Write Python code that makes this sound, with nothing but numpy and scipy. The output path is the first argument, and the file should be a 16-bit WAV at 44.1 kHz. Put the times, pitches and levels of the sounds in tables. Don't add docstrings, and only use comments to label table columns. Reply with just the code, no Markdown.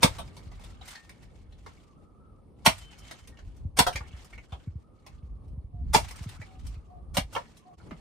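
import sys
import numpy as np
from scipy import signal
from scipy.fft import rfft, irfft
from scipy.io import wavfile

SR = 44100
rng = np.random.default_rng(int(sys.argv[2]) if len(sys.argv) > 2 else 0)


def to_wav(s):
    ch = np.atleast_2d(s).T
    pcm = np.round(np.clip(ch, -1, 1) * 32767)
    wavfile.write(sys.argv[1], SR, pcm.astype(np.int16))


def boost_factor(decibels):
    exponent = np.asarray(decibels, float) / 20
    return 10 ** exponent


N = 353064

# (time [s], crack level [dB], knock re crack [dB], splinter treble re crack [dB], thud re crack [dB])
BLOWS = [(0.03, -2.5, -7.5, -9, -9.5), (2.6611, -1.5, -9, -10.5, -16), (3.7884, -2.5, -7, -8, -17.5),
         (5.9456, -6.5, -2.5, -16.5, -14), (7.1686, -11.5, -7.5, -9, -10.5)]
# (time [s], level [dB])
SWELLS = [(0.021, -20), (2.651, -16.5), (3.768, -22.5), (5.933, -14), (7.141, -32), (7.325, -38)]
# (time [s], level [dB], knock re level [dB], clack [Hz], treble re level [dB])
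TAPS = [(0.2788, -48, -12, 2380, -16.5), (0.595, -50, -1, 2570, -9), (0.6379, -41.5, -7.5, 3740, -9),
        (0.8121, -40, -4.5, 3860, -17), (0.9532, -35.5, -22, 1900, -15), (1.0934, -38, -12.5, 2380, -11),
        (1.2276, -48.5, -11.5, 2510, -11), (1.5229, -50, -8.5, 4040, -13.5), (1.6631, -39, 0.5, 2030, -13),
        (2.7816, -41.5, -36, 3490, -5), (2.9274, -44, -11, 3000, -16.5), (2.9871, -56, -12, 3080, 3.5),
        (3.1113, -30.5, -10, 2100, -11), (3.274, -43.5, -40, 4610, -5), (3.3717, -47.5, -20, 2980, -19.5),
        (3.3886, -45, -7.5, 1730, -17), (3.565, -59, -33, 4950, -3), (3.9574, -20, -11.5, 2340, -14.5),
        (4.0064, -53, 14, 1520, -41), (4.2453, -51, 0, 3230, -2.5), (4.3293, -38, -25, 2190, -56.5),
        (4.3784, -37.5, -22, 2280, -42.5), (5.0644, -39, -6, 2500, -9), (5.48, -63.5, -21, 2995, -6.5),
        (6.0851, -38.5, -22, 4290, -7.5), (6.1094, -35.5, -6, 2310, -7), (6.1594, -42.5, -8, 3170, -4.5),
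        (6.2294, -48.5, -3, 1530, -1.5), (6.2901, -39.5, -39, 1920, -7), (6.4153, -35.5, -14.5, 2170, -30),
        (6.6672, -43, -13, 4820, -3.5), (6.7516, -52, -7, 2570, -15), (7.3517, -24, -2.5, 3240, -14.5),
        (7.3627, -31, 10.5, 1800, -12.5), (7.3754, -37, -4, 1880, -15.5), (7.9089, -43.5, 5.5, 2210, -62)]
# (time [s], level [dB], knock re level [dB], clack [Hz], treble re level [dB])
CLATTERS = [(0.1845, -30, -1, 3750, -10), (0.3656, -41, -6, 4550, -8.5), (0.5162, -47.5, -2.5, 2050, -13),
            (0.854, -45, -20, 2440, -6.5), (0.8789, -35.5, -14, 2110, -7.5), (0.9064, -37.5, -29, 1930, -8),
            (3.8664, -16.5, -0.5, 1590, -11.5), (3.9275, -34, -31, 2990, -10),
            (4.5214, -37.5, 0, 3340, -15.5), (7.5687, -50, -12, 4100, -5.5), (7.80, -58, 3, 1470, -41),
            (7.862, -58.5, 1.5, 1450, -33)]
# (frequency [Hz], level [dB], t60 [s])
WOOD_MODES = [(1710, -6.5, 0.064), (2040, 0, 0.031), (2350, 2.5, 0.59), (2760, -7, 0.3), (3360, -5.5, 0.26),
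              (4680, -12.5, 0.43), (4670, -9.5, 0.17), (5650, -13, 0.6)]
# (frequency [Hz], density [dB per Hz])
SPLINTER_COLOUR = [(2940, -30), (5000, 0.5), (7170, -5.5), (8870, -3.5), (11400, -13.5), (12500, -13),
                   (14600, -15.5), (15800, -22)]
# (start [s], length [s], level in 2-9 kHz [dB rms])
RUSTLE = [(0, 0.17, -57.5), (.36, 0.035, -64), (.48, 0.13, -67), (.6, 0.025, -65.5), (.72, 0.035, -69),
          (.85, 0.087, -58.5), (1.04, 0.16, -70.5), (1.19, 0.15, -72.5), (1.39, 0.023, -76),
          (1.52, 0.073, -73), (1.7, 0.055, -65.5), (1.92, 0.099, -80.5), (2.72, 0.052, -58),
          (2.91, 0.078, -65), (3.06, 0.09, -59), (3.28, 0.2, -72.5), (3.52, 0.05, -77.5),
          (3.98, 0.24, -60.5), (4.34, 0.11, -67), (4.54, 0.053, -66.5), (4.68, .08, -86), (4.99, .03, -79),
          (5.06, .1, -73.5), (5.98, .4, -58.5), (6.45, 0.1, -68.5), (6.67, 0.065, -68.5),
          (6.98, 0.042, -92), (7.34, 0.08, -62.5), (7.52, .22, -76), (7.81, 0.2, -68.5)]
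# (frequency [Hz], density [dB per Hz])
RUSTLE_COLOUR = [(350, -37.5), (600, -3), (779, 3.5), (1680, -4), (1980, -1), (8500, -9), (11500, -21.5),
                 (14100, -22), (16000, -29.5)]
# (time [s], level [dB rms])
WIND = [(0.0, -52), (0.5, -49), (1.16, -65.5), (1.54, -47), (1.81, -63), (2.6, -57.5), (3.05, -57.5),
        (3.41, -52.5), (3.83, -39.5), (4.1, -50), (4.9, -56.5), (5.3, -49.5), (5.73, -41.5), (6.2, -46),
        (6.5, -49.5), (7.13, -49.5), (7.69, -68.5), (8.01, -49)]
# (frequency [Hz], density [dB per Hz])
WIND_COLOUR = [(12, -31), (20, -15.5), (49, 6.5), (86, 1.5), (139, -11.5), (292, -23.5), (325, -31),
               (467, -55), (500, -49), (650, -63), (1100, -120)]
# (time [s], level [dB], nominal pitch [Hz])
LOW_THUMPS = [(0.467, -38.5, 80), (3.65, -28.5, 91), (3.952, -29, 64.6), (4.007, -33.5, 69),
              (4.135, -35.5, 71.7), (4.524, -32, 75.5), (4.673, -29.5, 100.3), (4.755, -32, 85.3),
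              (5.23, -36.5, 74.8), (5.533, -36, 80.7), (5.576, -30.5, 76.6), (5.642, -34.5, 57.7),
              (5.744, -34, 81.5), (5.862, -31, 51), (6.209, -31, 75.5), (6.26, -32, 115),
              (6.394, -36.5, 102.6), (6.767, -36.5, 72.7), (7.138, -37, 60.5), (7.211, -32.5, 54.5),
              (7.245, -37, 54), (7.914, -39, 206.5)]
# (frequency [Hz], density [dB per Hz])
HUM_COLOUR = [(59, -23.5), (100, -3.5), (146, -1), (549, -14), (671, -19.5), (741, -19), (1040, -24.5),
              (1150, -27), (1520, -40), (5280, -49), (7270, -60.5), (9070, -41), (12000, -54.5),
              (15600, -78.5), (22000, -120)]
# (time [s], level [dB rms])
HUM_LEVEL = [(0, -53.5), (.6, -59.5), (2.5, -60.5), (4.0, -58.5), (5.0, -63.5), (6.2, -58.5), (7.77, -60),
             (7.92, -53), (8.01, -55)]
# (start [s], length [s], level [dB], pitch [Hz])
WHISTLE = [(0.101, .7, -72, 1219), (1.856, .52, -72, 1232), (4.8, 0.63, -75.5, 1195),
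           (6.45, .68, -74, 1194), (7.62, 0.118, -68, 1120)]
# (start [s], length [s], starting pitch [Hz], level [dB])
HOOTS = [(5.70, .16, 707.4, -59), (6.43, 0.196, 765.5, -59), (6.863, .17, 726, -52.5),
         (7.639, .125, 734.7, -52)]
# (time [s], frequency [Hz], level [dB], t60 [s])
CHIMES = [(.955, 1827, -51, .4), (.96, 1760, -60, .2), (.95, 2500, -57, .15), (.95, 4400, -52, .14),
          (3.32, 1850, -62, .3)]

YARD_T60_S, YARD_DB, YARD_CUT_HZ = 0.12, 5.5, 9000
BLOCK_KNOCK_HZ = 970
THUD_HZ, THUD_LAG_S = (108, 181, 237), 0.013
RUMBLE_DB, RUMBLE_DB_PER_S = -25.5, -58
TAP_LEAD_MS, TAP_RISE_MS = 4, 4.8
TAP_MS, CLATTER_MS = 4.4, 11
RUSTLE_RISE, RUSTLE_SAG, RUSTLE_FALL, RUSTLE_REST_DB = 170, 4.3, 89, -88.5
WHISTLE_RISE, WHISTLE_SAG, WHISTLE_FALL, WHISTLE_REST_DB = 180, -4, 220, -84.5
HOOT_SAG_HZ_PER_S, HOOT_WOBBLE_RAD = 100, 0.035
STEEL_START_S, STEEL_STOP_S = 2.77, 3.28
STEEL_HZ, STEEL_BEAT_HZ = 3075, 5.3
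STEEL_DB, STEEL_T60_S, STEEL_PAIR_DB = -58, 1.6, -3
DIP_S, DIP_WIDTH_S, DIP_DB = 7.765, 0.0104, -15
STOP_HZ = 16432


def curve(rows):
    s, *columns = np.transpose(rows)
    return [np.interp(np.arange(N) / SR, s, c) for c in columns]


def unit(x):
    return x / np.sqrt(np.mean(x ** 2) + 1e-20)


def top_one(x):
    return x / np.max(np.abs(x))


def shaped(x, points):
    size = x.shape[-1]
    hz = np.maximum(np.fft.rfftfreq(size, 1 / SR), 1)
    point_hz, point_db = np.transpose(points)
    gain = boost_factor(np.interp(np.log(hz), np.log(point_hz), point_db))
    return irfft(rfft(x) * gain, size)


def band(x, low_hz, high_hz):
    sos = signal.butter(2, [low_hz, min(high_hz, 0.45 * SR)], "band", fs=SR, output="sos")
    return signal.sosfilt(sos, x)


def drift(rate_hz):
    r = np.exp(-2 * np.pi * rate_hz / SR)
    slow = signal.lfilter([1], [1, -2 * r, r * r], rng.standard_normal(N + SR))
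    return unit(slow[SR:])


def ring(x, hz, t60):
    r, w = boost_factor(-60 / (t60 * SR)), 2 * np.pi * hz / SR
    return signal.lfilter([0, np.sin(w)], [1, -2 * r * np.cos(w), r * r], x)


def unit_ring(x, hz, t60):
    return unit(ring(x, hz, t60))


def stereo_noise(alike):
    mid, side = rng.standard_normal((2, N))
    alike = np.clip(alike, -1, 1)
    return np.sqrt(1 + alike) * mid + np.sqrt(1 - alike) * side * [[1], [-1]]


def add(out, s, sound):
    i = int(s * SR)
    out[..., i:i + sound.shape[-1]] += sound[..., :N - i]


def strokes(rows, rise, sag, fall, rest_db):
    t = np.arange(0, N + 64, 64) / SR
    power = boost_factor(2 * rest_db)
    for s, length, db in rows:
        before = rise * np.maximum(s - t, 0)
        during = sag * np.clip(t - s, 0, length)
        after = fall * np.maximum(t - s - length, 0)
        power = power + boost_factor(2 * (db - before - during - after))
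    return np.interp(np.arange(N) / SR, t, np.sqrt(power))


def yard(x):
    t = np.arange(SR // 4) / SR
    white = rng.standard_normal((2, len(t)))
    low_pass = signal.butter(1, min(YARD_CUT_HZ, 0.45 * SR), fs=SR, output="sos")
    dull = signal.sosfilt(low_pass, white)
    bright = (white - dull) * boost_factor(-20.0 * t / YARD_T60_S)
    echo = (dull + bright) * boost_factor(-60 * t / YARD_T60_S) * np.minimum(t / 0.0012, 1)
    echo = boost_factor(YARD_DB) * echo / np.sqrt(np.sum(echo ** 2, axis=1, keepdims=True))
    echo[:, 0] = boost_factor([-0.5, 0.5])
    return signal.fftconvolve(x[None], echo, axes=1)[:, :len(x)]


def contact(length_ms, rise_ms, modes, knock_db, knock_hz, treble_db):
    t_ms = np.arange(SR // 4) * 1000 / SR
    length_ms = max(length_ms, 0.5)
    sizes = boost_factor(2.7 * np.minimum(rng.exponential(1, len(t_ms)), 4))
    attack = np.minimum(t_ms / rise_ms, 1) ** 3
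    decay = np.exp(-np.maximum(t_ms - rise_ms, 0) / length_ms)
    clicks = yard(rng.standard_normal(len(t_ms)) * sizes * attack * decay)
    ringing = sum(boost_factor(db) * unit_ring(clicks, hz, t60) for hz, db, t60 in modes)
    broad = boost_factor(12.0 + 0.65 * treble_db)
    crack = unit(unit(ringing) + broad * unit(band(clicks, 1100, 6200)))
    hollow = unit_ring(clicks, knock_hz, 0.0049)
    knock = unit(hollow + boost_factor(0.5) * unit(band(clicks, 480, 1300)))
    treble = unit(shaped(band(clicks, 4100, 26000), SPLINTER_COLOUR))
    mix = crack + boost_factor(knock_db + 4.0) * knock + boost_factor(treble_db + 7.5) * treble
    return mix * np.sqrt(length_ms + 13.0) / 60


def held_modes():
    return [(hz, db, 0.033 * t60) for hz, db, t60 in WOOD_MODES]


def loose_wood(rows, length_ms):
    out = np.zeros((2, N))
    for s, db, knock_db, hz, treble_db in rows:
        sound = contact(length_ms, TAP_RISE_MS, [(hz, 0, 0.007)], knock_db, 1000, treble_db)
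        add(out, s - TAP_LEAD_MS / 1000, boost_factor(db) * sound)
    return out


def rustle():
    level = strokes(RUSTLE, RUSTLE_RISE, RUSTLE_SAG, RUSTLE_FALL, RUSTLE_REST_DB)
    grains = stereo_noise(0.3) * boost_factor(2.0 * rng.exponential(1, N) + 5 * drift(18))
    sizes = boost_factor(3 * np.minimum(rng.exponential(1, N), 3))
    ticks = (rng.random(N) < 300 / SR) * rng.choice([-1, 1], N) * sizes
    pitches = np.geomspace(1300, 9000, num=12)
    dealt = rng.integers(0, 12, N)
    chips = sum(ring(ticks * (dealt == k) + 1e-18, hz, 20.0 / hz) * np.sqrt(hz)
                for k, hz in enumerate(pitches))
    sound = shaped(unit(grains) + boost_factor(-5.5) * unit(yard(chips)), RUSTLE_COLOUR)
    return level * sound / np.std(band(sound, 2000, 9000))


def wind():
    level_db = curve(WIND)[0] + 3.5 * drift(3.4) + 2.5 * drift(5.8)
    return boost_factor(level_db) * unit(shaped(stereo_noise(0.75), WIND_COLOUR))


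def hum():
    level_db = curve(HUM_LEVEL)[0] + 1.9 * drift(5.0)
    return boost_factor(level_db) * unit(shaped(stereo_noise(0.45), HUM_COLOUR))


def swells():
    out = np.zeros((2, N))
    for s, db in SWELLS:
        add(out, s - 0.008, boost_factor(db) * contact(21.0, 14.0, held_modes(), -6.0, 1400, -6.0))
    return out


def blows():
    out = np.zeros((2, N))
    for s, db, knock_db, treble_db, thud_db in BLOWS:
        sound = contact(4.94, 1.9, held_modes(), knock_db, BLOCK_KNOCK_HZ, treble_db)
        add(out, s - 0.001, boost_factor(db) * sound)
    return out


def rumble():
    level = np.zeros(N)
    for s, db, knock_db, treble_db, thud_db in BLOWS:
        decay_db = RUMBLE_DB_PER_S * np.arange(SR) / SR
        add(level, s, boost_factor(db + thud_db + RUMBLE_DB + decay_db))
    return level * unit(band(band(stereo_noise(0.8), 39, 110), 33, 160))


def thuds():
    out, t = np.zeros(N), np.arange(SR // 5) / SR
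    push = np.exp(-t / 0.0022) * np.minimum(t / 0.0016, 1)
    for s, db, knock_db, treble_db, thud_db in BLOWS:
        low, middle, high = [top_one(ring(push, hz * rng.normal(1, 0.043), 0.047)) for hz in THUD_HZ]
        jolt = band(boost_factor(-5.5) * low + middle + high, 110, 350)
        add(out, s + THUD_LAG_S, boost_factor(db + thud_db) * jolt)
    return out * boost_factor([[-1.2], [1.2]])


def whistle():
    hz, = curve([(s + length / 2, hz) for s, length, db, hz in WHISTLE])
    rows = [row[:3] for row in WHISTLE]
    level = strokes(rows, WHISTLE_RISE, WHISTLE_SAG, WHISTLE_FALL, WHISTLE_REST_DB)
    phase = 2 * np.pi * np.cumsum(hz + 54.0 * drift(5.3)) / SR
    breath = [drift(60) * np.sin(phase) + drift(60) * np.cos(phase) for side in "LR"]
    return level * np.array(breath)


def clatters():
    return loose_wood(CLATTERS, CLATTER_MS)


def taps():
    return loose_wood(TAPS, TAP_MS)


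def low_thumps():
    out, t = np.zeros(N), np.arange(SR // 5) / SR
    envelope = top_one(t / 0.012 * np.exp(-t / 0.0093))
    for s, db, hz in LOW_THUMPS:
        falling_hz = hz * (0.79 + 1.6 * np.exp(-t / 0.006))
        phase = 2 * np.pi * np.cumsum(falling_hz) / SR
        add(out, s, boost_factor(db) * envelope * np.sin(phase))
    return out


def chimes():
    out, t = np.zeros(N), np.arange(SR // 2) / SR
    for s, hz, db, t60 in CHIMES:
        partial = np.sin(2 * np.pi * (hz * t + rng.random()))
        add(out, s, boost_factor(db - 60 * t / t60) * np.minimum(t / 0.007, 1) * partial)
    return out * boost_factor([[1.5], [-1.5]])


def steel_head():
    out = np.zeros(N)
    t = np.arange(int((STEEL_STOP_S - STEEL_START_S) * SR)) / SR
    upper = np.sin(2 * np.pi * STEEL_HZ * t)
    lower = np.sin(2 * np.pi * (STEEL_HZ - STEEL_BEAT_HZ) * t)
    pair = upper - boost_factor(STEEL_PAIR_DB) * lower
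    decay = boost_factor(STEEL_DB - 60 * t / STEEL_T60_S)
    add(out, STEEL_START_S, decay * pair * signal.windows.tukey(len(t), 0.25))
    return out * boost_factor([[1.5], [-1.5]])


def hoots():
    out = np.zeros((2, N))
    for s, length, hz, db in HOOTS:
        t = np.arange(int(length * SR)) / SR
        for side in out:
            wobble = np.cumsum(rng.normal(0, HOOT_WOBBLE_RAD, len(t)))
            turns = (hz - HOOT_SAG_HZ_PER_S * t / 2) * t + rng.random()
            tone = np.sin(2 * np.pi * turns + wobble)
            add(side, s, boost_factor(db) * signal.windows.tukey(len(t), 0.7) * tone)
    return out


def scene():
    wood = rustle() + swells() + blows() + rumble() + thuds() + clatters() + taps()
    metal = chimes() + steel_head()
    low = wind() + low_thumps()
    far = hum() + whistle() + hoots()
    return wood + metal + low + far


def band_limit(x):
    return signal.sosfilt(signal.butter(12, 16460, fs=SR, output="sos"), x)


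def record(dry):
    t = np.arange(N) / SR
    dip = boost_factor(DIP_DB * np.exp(-((t - DIP_S) / DIP_WIDTH_S) ** 2))
    rounded = 1.356 * np.tanh(dry * dip / 1.105)
    top_cut = signal.cheby2(10, 50, STOP_HZ, fs=SR, output="sos")
    mix = signal.sosfilt(top_cut, rounded)
    return band_limit(mix)


dry = scene()
out = record(dry)
to_wav(out)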